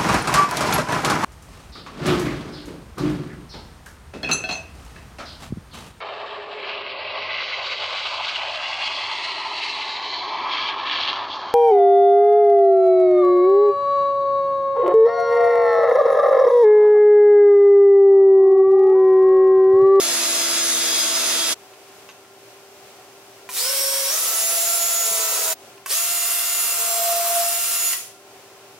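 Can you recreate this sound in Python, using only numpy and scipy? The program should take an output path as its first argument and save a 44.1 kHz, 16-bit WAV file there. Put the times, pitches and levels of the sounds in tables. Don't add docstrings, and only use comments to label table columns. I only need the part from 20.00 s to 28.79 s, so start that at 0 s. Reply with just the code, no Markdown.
import sys
import numpy as np
from scipy import signal
from scipy.fft import rfft, irfft, next_fast_len
from scipy.io import wavfile
from scipy.ndimage import map_coordinates

SR = 44100
rng = np.random.default_rng(int(sys.argv[2]) if len(sys.argv) > 2 else 0)


def bounce(signal):
    frames = np.transpose(np.atleast_2d(signal))
    limited = np.clip(frames, -1, 1)
    pcm = np.round(limited * 32767).astype(np.int16)
    wavfile.write(sys.argv[1], SR, pcm)


N = 387638

# start_s, stop_s, swells_per_turn, cutting_db,
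# rasp_db, hiss_db, gear_whine_db, motor_whistle_db, weaker_lines_db
RUNS = [(0, 1.546, 0.94, -40.5, -21, -23, -23, -30, 3),
        (3.495, 5.545, 1.8, -40.5, -26, -19.5, -21.5, -29, 3.5),
        (5.865, 7.948, 2, -42.5, -27, -20, -23.5, -32, 3)]
# start_s, share_of_full_speed (0-1), spin_up_s (time constant)
SQUEEZES = [(3.541, .83, .043), (4.097, 1, .032), (5.887, 1, .026)]
# time_s, speed_turns_per_s
FULL_SPEED = [(.1, 341), (.65, 335.1), (1.54, 331), (3.8, 328.7), (4.2, 328), (4.72, 340.6), (5.04, 338.4),
              (5.22, 330.2), (5.45, 327.7), (5.54, 322), (5.95, 343), (6.12, 346.3), (6.53, 346.7),
              (6.93, 343.3), (7.35, 343.9), (7.9, 345.8)]
# time_s, push (0-1)
PUSH = [(.4, 0.8), (.7, 0.6), (1.3, .85), (1.54, .65), (3.6, 0.15), (4.08, .3), (4.2, 0.7), (4.7, 0.23),
        (5.5, 0.94), (5.95, 0.19), (6.7, 0.62), (7.25, 1), (7.55, 0.35), (7.92, 0)]
# pitch_hz, run_1_db, run_2_db, run_3_db
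RASP_COLOUR = [(100, -22.5, -47, -54), (184, -15.5, -23.5, -59), (256, -9, -23, -37),
               (466, -7, -8.5, -11.5), (800, -5, -7, -8), (1240, -1.5, -5, -1), (1584, -3.5, -5, -4.5),
               (2850, -2.5, -0.5, 0.5), (3840, 0, 0.4, -1), (5500, 0, 1.5, 2), (6700, 1, 1, 0),
               (9100, 0, 3.5, 4), (12100, -4, 2, 3), (15500, -12.5, 1.5, -0.5)]
# multiple_of_speed, run_1_db, run_2_db, run_3_db
WEAK_LINES = [(4, -45, -41, -42.5), (6, -46, -48, -47.5), (8, -54, -46, -38.5), (10, -37.5, -48, -47),
              (11, -44.5, -60, -66), (12, -66, -46.5, -45.5), (14, -43, -54, -56), (15, -34.5, -55, -59),
              (16, -56, -51, -55), (18, -45, -37, -46), (19, -34, -57, -56), (21, -40, -60, -57),
              (22, -49, -31.5, -38.5), (24, -56, -67, -42), (26, -54, -54, -52), (31, -31, -58, -57),
              (34, -61, -48, -53), (36, -62, -38, -41), (38, -50, -32, -31.5), (40, -48, -36, -34),
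              (41, -38, -60, -60), (42, -60, -34, -35), (44, -62, -39, -40.5), (45, -59, -42, -49)]
# time_s, level_db
DRONE_RUN_1 = [(0, -39), (1.54, -41.5)]
DRONE_RUN_2 = [(3.54, -52), (3.65, -41.5), (3.88, -36), (4.3, -42.5), (4.72, -34), (5.4, -38), (5.52, -34)]
DRONE_RUN_3 = [(5.95, -43.5), (6.038, -42), (6.188, -39), (6.702, -44), (7.074, -23.5), (7.258, -28),
               (7.374, -21.5), (7.65, -44), (7.94, -43.5)]
# start_s, stop_s, multiple_of_speed, level_db, roughness (0-1, clipped above)
SHUDDERS = [(0, 1.7, 1, -37.5, 0.26), (0, 1.54, .745, -46.5, .45), (0, 1.54, 1.41, -45, 1.03),
            (0, 1.54, 1.76, -41.5, 0.6), (0, 1.54, .58, -57, 1), (.8, 1.6, 10, -38.5, 0.3),
            (0.599, 1.6, 11, -35.5, 0.4), (.9, 1.7, 15, -36, 0.2), (3.65, 4.05, 2.1, -40, .6),
            (3.65, 4.2, 3.5, -44, 1), (3.65, 4.05, 5.65, -43, .6), (3.68, 4.05, 12, -42, 0.5),
            (3.68, 4.08, 40, -34, .3), (3.75, 3.95, 42, -30, .3), (5.05, 5.5, 1.33, -40.5, 0.5),
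            (5.05, 5.7, 3, -39, .5), (5, 5.3, 20, -33, 0.2), (5.2, 4.7, 42, -23, .4),
            (6.75, 7.1, 1.35, -47.5, 0.96)]
# start_s, level_db, ring_hz, brightness_db
CLACKS = [(1.735, -38, 1050, -18), (2.089, -29, 1117, -27), (2.097, -32, 2700, -22),
          (2.112, -38, 2540, -22), (2.247, -42, 1300, -14), (3.49, -22, 1004, 0), (5.11, -27, 180.4, -20),
          (5.778, -39, 1034, -20), (5.860, -18, 1107, 5.5), (7.932, -14, 1950, -7)]
# multiple_of_ring, level_db, t60_s
CASING = [(1, 3.5, 0.072), (1.4, 1, 0.034), (2.4, 2, 0.041), (4.3, -4, .03), (6, -1, 0.025)]
# pitch_hz, t60_s
GARAGE_DECAY = [(200, 0.29), (2000, 0.45), (7000, 0.44), (15000, 0.33)]
# pitch_hz, likeness (-1 to 1)
ALIKE = [(60, .9), (250, 1), (640, 0.93), (1400, 0.55), (3000, 0.046), (7000, -0.13), (15000, 0.16)]
# pitch_hz, level_db (per Hz)
AIR_COLOUR = [(25, -39), (60, -25.5), (110, -16), (170, -17.5), (280, -12), (390, -7), (500, -10),
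              (740, -7.5), (900, -12), (1850, -16.5), (2560, -15), (3930, -19), (5730, -18.5),
              (15500, -27.5)]
# pitch_hz, level_db, roughness (0-1)
HUM_LINES = [(117, -68.5, 0.74), (392.4, -54, 0.26), (591, -61.5, 0.38), (748, -61, 0.75), (1050, -65, 0.7),
             (1384, -64.5, 0.56)]
# pitch_hz, left_lead_rad
PORT_PHASE = [(50, .1), (300, 0.24), (700, 0.28), (1800, 0.029)]

CREEP = .235
CREEP_DB, RASP_ATTACK_S = -11.5, 0.039
SURGE_DB, SURGE_S = 3, 0.075
PUSH_CUTTING_DB, PUSH_GEAR_DB = 9.5, -10.5
CHIRP_DB, CHIRP_HZ_PER_S = 6, 3200
MESH_FROM_HZ = 3830
WHISTLE_HZ, WHISTLE_WIDTH_HZ, WHISTLE_BOOST_DB = 10266, 127, 5.5
WHISTLE_DRIVE_DB = 9
DRONE_GAIN_DB = 4
AIR_PAN_DB = 0.6
DUCK_DB, DUCK_KNEE_DB, DUCK_S = 4, -25, 0.024
TOP_HZ = 15780


def drill(index, drone_points, rings_on):
    start, stop, beats, cutting_db, rasp_db, hiss_db, gear_db, whistle_db, lines_db = RUNS[index - 1]
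    first, last = max(0, round(start * SR)), min(N, round((stop + .5) * SR))
    t = np.arange(first, last) / SR
    share, noise_db = trigger(t, start, stop) if index > 1 else (1, 0)
    speed, push = share * curve(FULL_SPEED, t), curve(PUSH, t)
    shake = 1 + 0.000926 * wobble(t, 25.09) + 0.001034 * wobble(t, 200)
    turns = np.cumsum(speed * shake) / SR
    drive = (speed / speed.max()) ** 3
    on = gate(t, start, stop, fade=0.017)

    emerge_db = -20 * np.log10(1 + (MESH_FROM_HZ / (20 * speed)) ** 12)
    detune = (30 * speed - WHISTLE_HZ) / WHISTLE_WIDTH_HZ
    resonance_db = WHISTLE_BOOST_DB / (1 + detune ** 2)
    whistle_db = whistle_db + noise_db + WHISTLE_DRIVE_DB * (drive - 1)
    whistle_db = whistle_db + resonance_db + emerge_db + 2.3 * wobble(t, 6.8)
    acceleration = np.gradient(speed) * SR
    chirp_db = CHIRP_DB * np.clip(acceleration / CHIRP_HZ_PER_S, 0, 1)
    gear_db = gear_db + PUSH_GEAR_DB * push + chirp_db + emerge_db + 1.0 * wobble(t, 7)

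    colour = [(row[0], row[index]) for row in RASP_COLOUR]
    orders = [(round(row[0]), row[index]) for row in WEAK_LINES]
    low, high = orders[:3], orders[3:]
    cutting_db = cutting_db + PUSH_CUTTING_DB * push
    noise = amp(noise_db) * rasp(t, turns, colour, cutting_db, rasp_db, hiss_db, beats)
    lines = whine(t, turns, high, gear_db, whistle_db, drive * amp(lines_db))
    drone_db = curve(drone_points, t) + DRONE_GAIN_DB + emerge_db
    frame = drone(t, turns, drone_db, low, share ** 2 * amp(lines_db + emerge_db))

    lag = 2 if index == 1 else 1
    sound = garage(on * noise, wet_db=2.5, count=lag)
    sound = sound + garage(on * lines, wet_db=-4.0, count=lag)
    sound = sound + garage(on * frame, wet_db=-8.5, count=lag)
    if not rings_on:
        sound = sound * on
    return np.pad(sound, ((0, 0), (first, N - last)))


def trigger(t, start, stop):
    squeezes = [row for row in SQUEEZES if start < row[0] < stop]
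    share, held = CREEP, CREEP
    noise_db = CREEP_DB * np.clip((squeezes[0][0] - t) / RASP_ATTACK_S + .62, 0, 1)
    for squeeze_s, aim, spin_up_s in squeezes:
        since = np.maximum(t - squeeze_s, 0)
        share = share + (aim - held) * (1 - np.exp(-since / spin_up_s))
        jerk = (aim - held) * SQUEEZES[-1][2] / spin_up_s
        noise_db = noise_db + SURGE_DB * jerk * since / SURGE_S * np.exp(2 - 2 * since / SURGE_S)
        held = aim
    return share, noise_db


def rasp(t, turns, colour, cutting_db, rasp_db, hiss_db, beats):
    swell = np.cos(2 * np.pi * beats * turns)
    carrier = np.cos(2 * np.pi * beats * turns / 7)
    grain_db = 1.2 * wobble(t, 1500) + 0.69 * wobble(t, 45.4)
    pulse = (1 + 0.33 * swell + 0.094 * carrier) * amp(grain_db)

    def below(hz, edge_hz):
        return 1 / (1 + (hz / edge_hz) ** 8)

    def noise(share):
        raw = pulse * rng.standard_normal(len(t))
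        return unit(filtered(raw, lambda hz: amp(along(colour, hz)) * np.sqrt(share(hz))))

    cutting = noise(lambda hz: below(hz, edge_hz=1395) * (1 - below(hz, edge_hz=45)))
    middle = noise(lambda hz: below(hz, edge_hz=6680) * (1 - below(hz, edge_hz=1490)))
    hiss = noise(lambda hz: 1 - below(hz, edge_hz=5500))
    return amp(cutting_db) * cutting + amp(rasp_db) * middle + amp(hiss_db) * hiss


def whine(t, turns, orders, gear_db, whistle_db, drive):
    def line(k):
        return tone(t, order_cycles(k, turns), rough=0.35, rate=30)

    weak = sum(amp(db + 1.8 * wobble(t, 4.37)) * line(k) for k, db in orders)
    mesh, whistle = line(20), line(30)
    return drive * weak + amp(gear_db - 1.9) * mesh + amp(whistle_db + 2.0) * whistle


def drone(t, turns, drone_db, orders, drive):
    sound = amp(drone_db) * tone(t, order_cycles(2, turns), rough=0.28, rate=70)
    overtones = sum(amp(db) * tone(t, order_cycles(k, turns), rough=0.21, rate=25) for k, db in orders)
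    sound = sound + drive * overtones
    for start, stop, k, db, rough in SHUDDERS:
        if t[0] < (start + stop) / 2 < t[-1]:
            swell = gate(t, start + 0.026, stop + 0.15, fade=0.093)
            sound = sound + amp(db) * swell * tone(t, order_cycles(k, turns), rough, rate=45)
    return sound


def clacks():
    out, t = np.zeros(N + SR), np.arange(SR // 4) / SR
    dull_band = signal.butter(2, [1000, 3500], "band", fs=SR, output="sos")
    bright_band = signal.butter(2, 2500, "high", fs=SR, output="sos")
    for start, db, ring_hz, bright_db in CLACKS:
        ring = 0
        for k, level_db, t60 in CASING:
            mode = np.sin(2 * np.pi * (k * ring_hz * t + rng.random()))
            ring = ring + amp(level_db - 60 * t / t60) * mode
        ring = ring * (1 - np.exp(-2 * ring_hz * t))
        crack = amp(-60 * t / 0.047) * rng.standard_normal(len(t))
        dull = signal.sosfilt(dull_band, crack)
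        bright = signal.sosfilt(bright_band, crack)
        clack = 0.23 * ring + 0.99 * dull + 0.31 * amp(bright_db) * bright
        out[round(start * SR):][:len(t)] += amp(db) * clack
    return garage(out[:N], wet_db=-7.0)


def garage(x, wet_db, count=1):
    hz, t, z = signal.stft(rng.standard_normal((2, SR // 2)), SR, nperseg=256)
    decay = amp(-60 * t / along(GARAGE_DECAY, hz)[:, None])
    tail = diffuse(signal.istft(z * decay, SR, nperseg=256)[1])
    tail = np.pad(tail / np.linalg.norm(tail[0]), ((0, 0), (SR // 300, 0)))
    echo = signal.fftconvolve(x[None], tail, axes=1)[:, :len(x)]
    left = amp(-0.84) * np.pad(x, (count, 0))[:-count]
    direct = np.array([left, amp(0.66) * x])
    return (direct + amp(wet_db) * echo) / np.hypot(1, amp(wet_db))


def diffuse(pair):
    def rotation(hz):
        turn = np.arccos(np.clip(along(ALIKE, hz), -1, 1)) / 2
        return np.array([np.cos(turn), np.sin(turn)])

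    mid, side = filtered(pair, rotation)
    return np.array([mid + side, mid - side])


def background():
    t = np.arange(N) / SR
    air = unit(diffuse(filtered(rng.standard_normal((2, N)), lambda hz: amp(along(AIR_COLOUR, hz)))))
    hum = sum(amp(db) * tone(t, hz * t, rough, rate=40) for hz, db, rough in HUM_LINES)
    return amp(-46.5 + 1.15 * wobble(t, 6)) * air + hum


def tone(t, cycles, rough, rate):
    rough = np.clip(rough, 0, 1)
    flutter = (wobble(t, rate) + 1j * wobble(t, rate)) / np.sqrt(2)
    size = np.sqrt(1 - rough ** 2) + rough * flutter
    return np.sqrt(2) * np.real(size * np.exp(2j * np.pi * cycles))


def order_cycles(k, turns):
    return k * (turns + k / 97)


def wobble(t, rate):
    u = (t - t[0]) * rate
    return map_coordinates(rng.standard_normal(int(u[-1]) + 4), [u])


def gate(t, start, stop, fade):
    return np.clip((t - start) / fade + 1, 0, 1) * np.clip((stop - t) / fade, 0, 1)


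def curve(points, t):
    return np.interp(t, *np.transpose(points))


def along(points, hz):
    f, v = np.transpose(points)
    return np.interp(np.log(hz + 1), np.log(f + 1), v)


def filtered(x, response):
    n = x.shape[-1]
    m = next_fast_len(n + 8192)
    return irfft(rfft(x, m) * response(np.fft.rfftfreq(m, 1 / SR)), m)[..., :n]


def amp(db):
    return 10 ** (np.asarray(db) / 20)


def unit(x):
    return x / np.sqrt(np.mean(x ** 2) + 1e-20)


def scene():
    first = drill(index=1, drone_points=DRONE_RUN_1, rings_on=False)
    second = drill(index=2, drone_points=DRONE_RUN_2, rings_on=False)
    third = drill(index=3, drone_points=DRONE_RUN_3, rings_on=True)
    pan = amp(AIR_PAN_DB * np.array([[.5], [-.5]]))
    return first + second + third + clacks() + background() * pan


def record(dry):
    keep = np.exp(-1 / (DUCK_S * SR))
    power = signal.lfilter([1 - keep], [1, -keep], np.mean(dry ** 2, axis=0))
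    gain = amp(-DUCK_DB * power / (power + amp(DUCK_KNEE_DB) ** 2))

    def response(hz):
        ports = np.exp(.5j * np.array([[1], [-1]]) * along(PORT_PHASE, hz))
        return ports * (hz < TOP_HZ)

    return filtered(dry * gain, response)


dry = scene()
out = record(dry)
bounce(out)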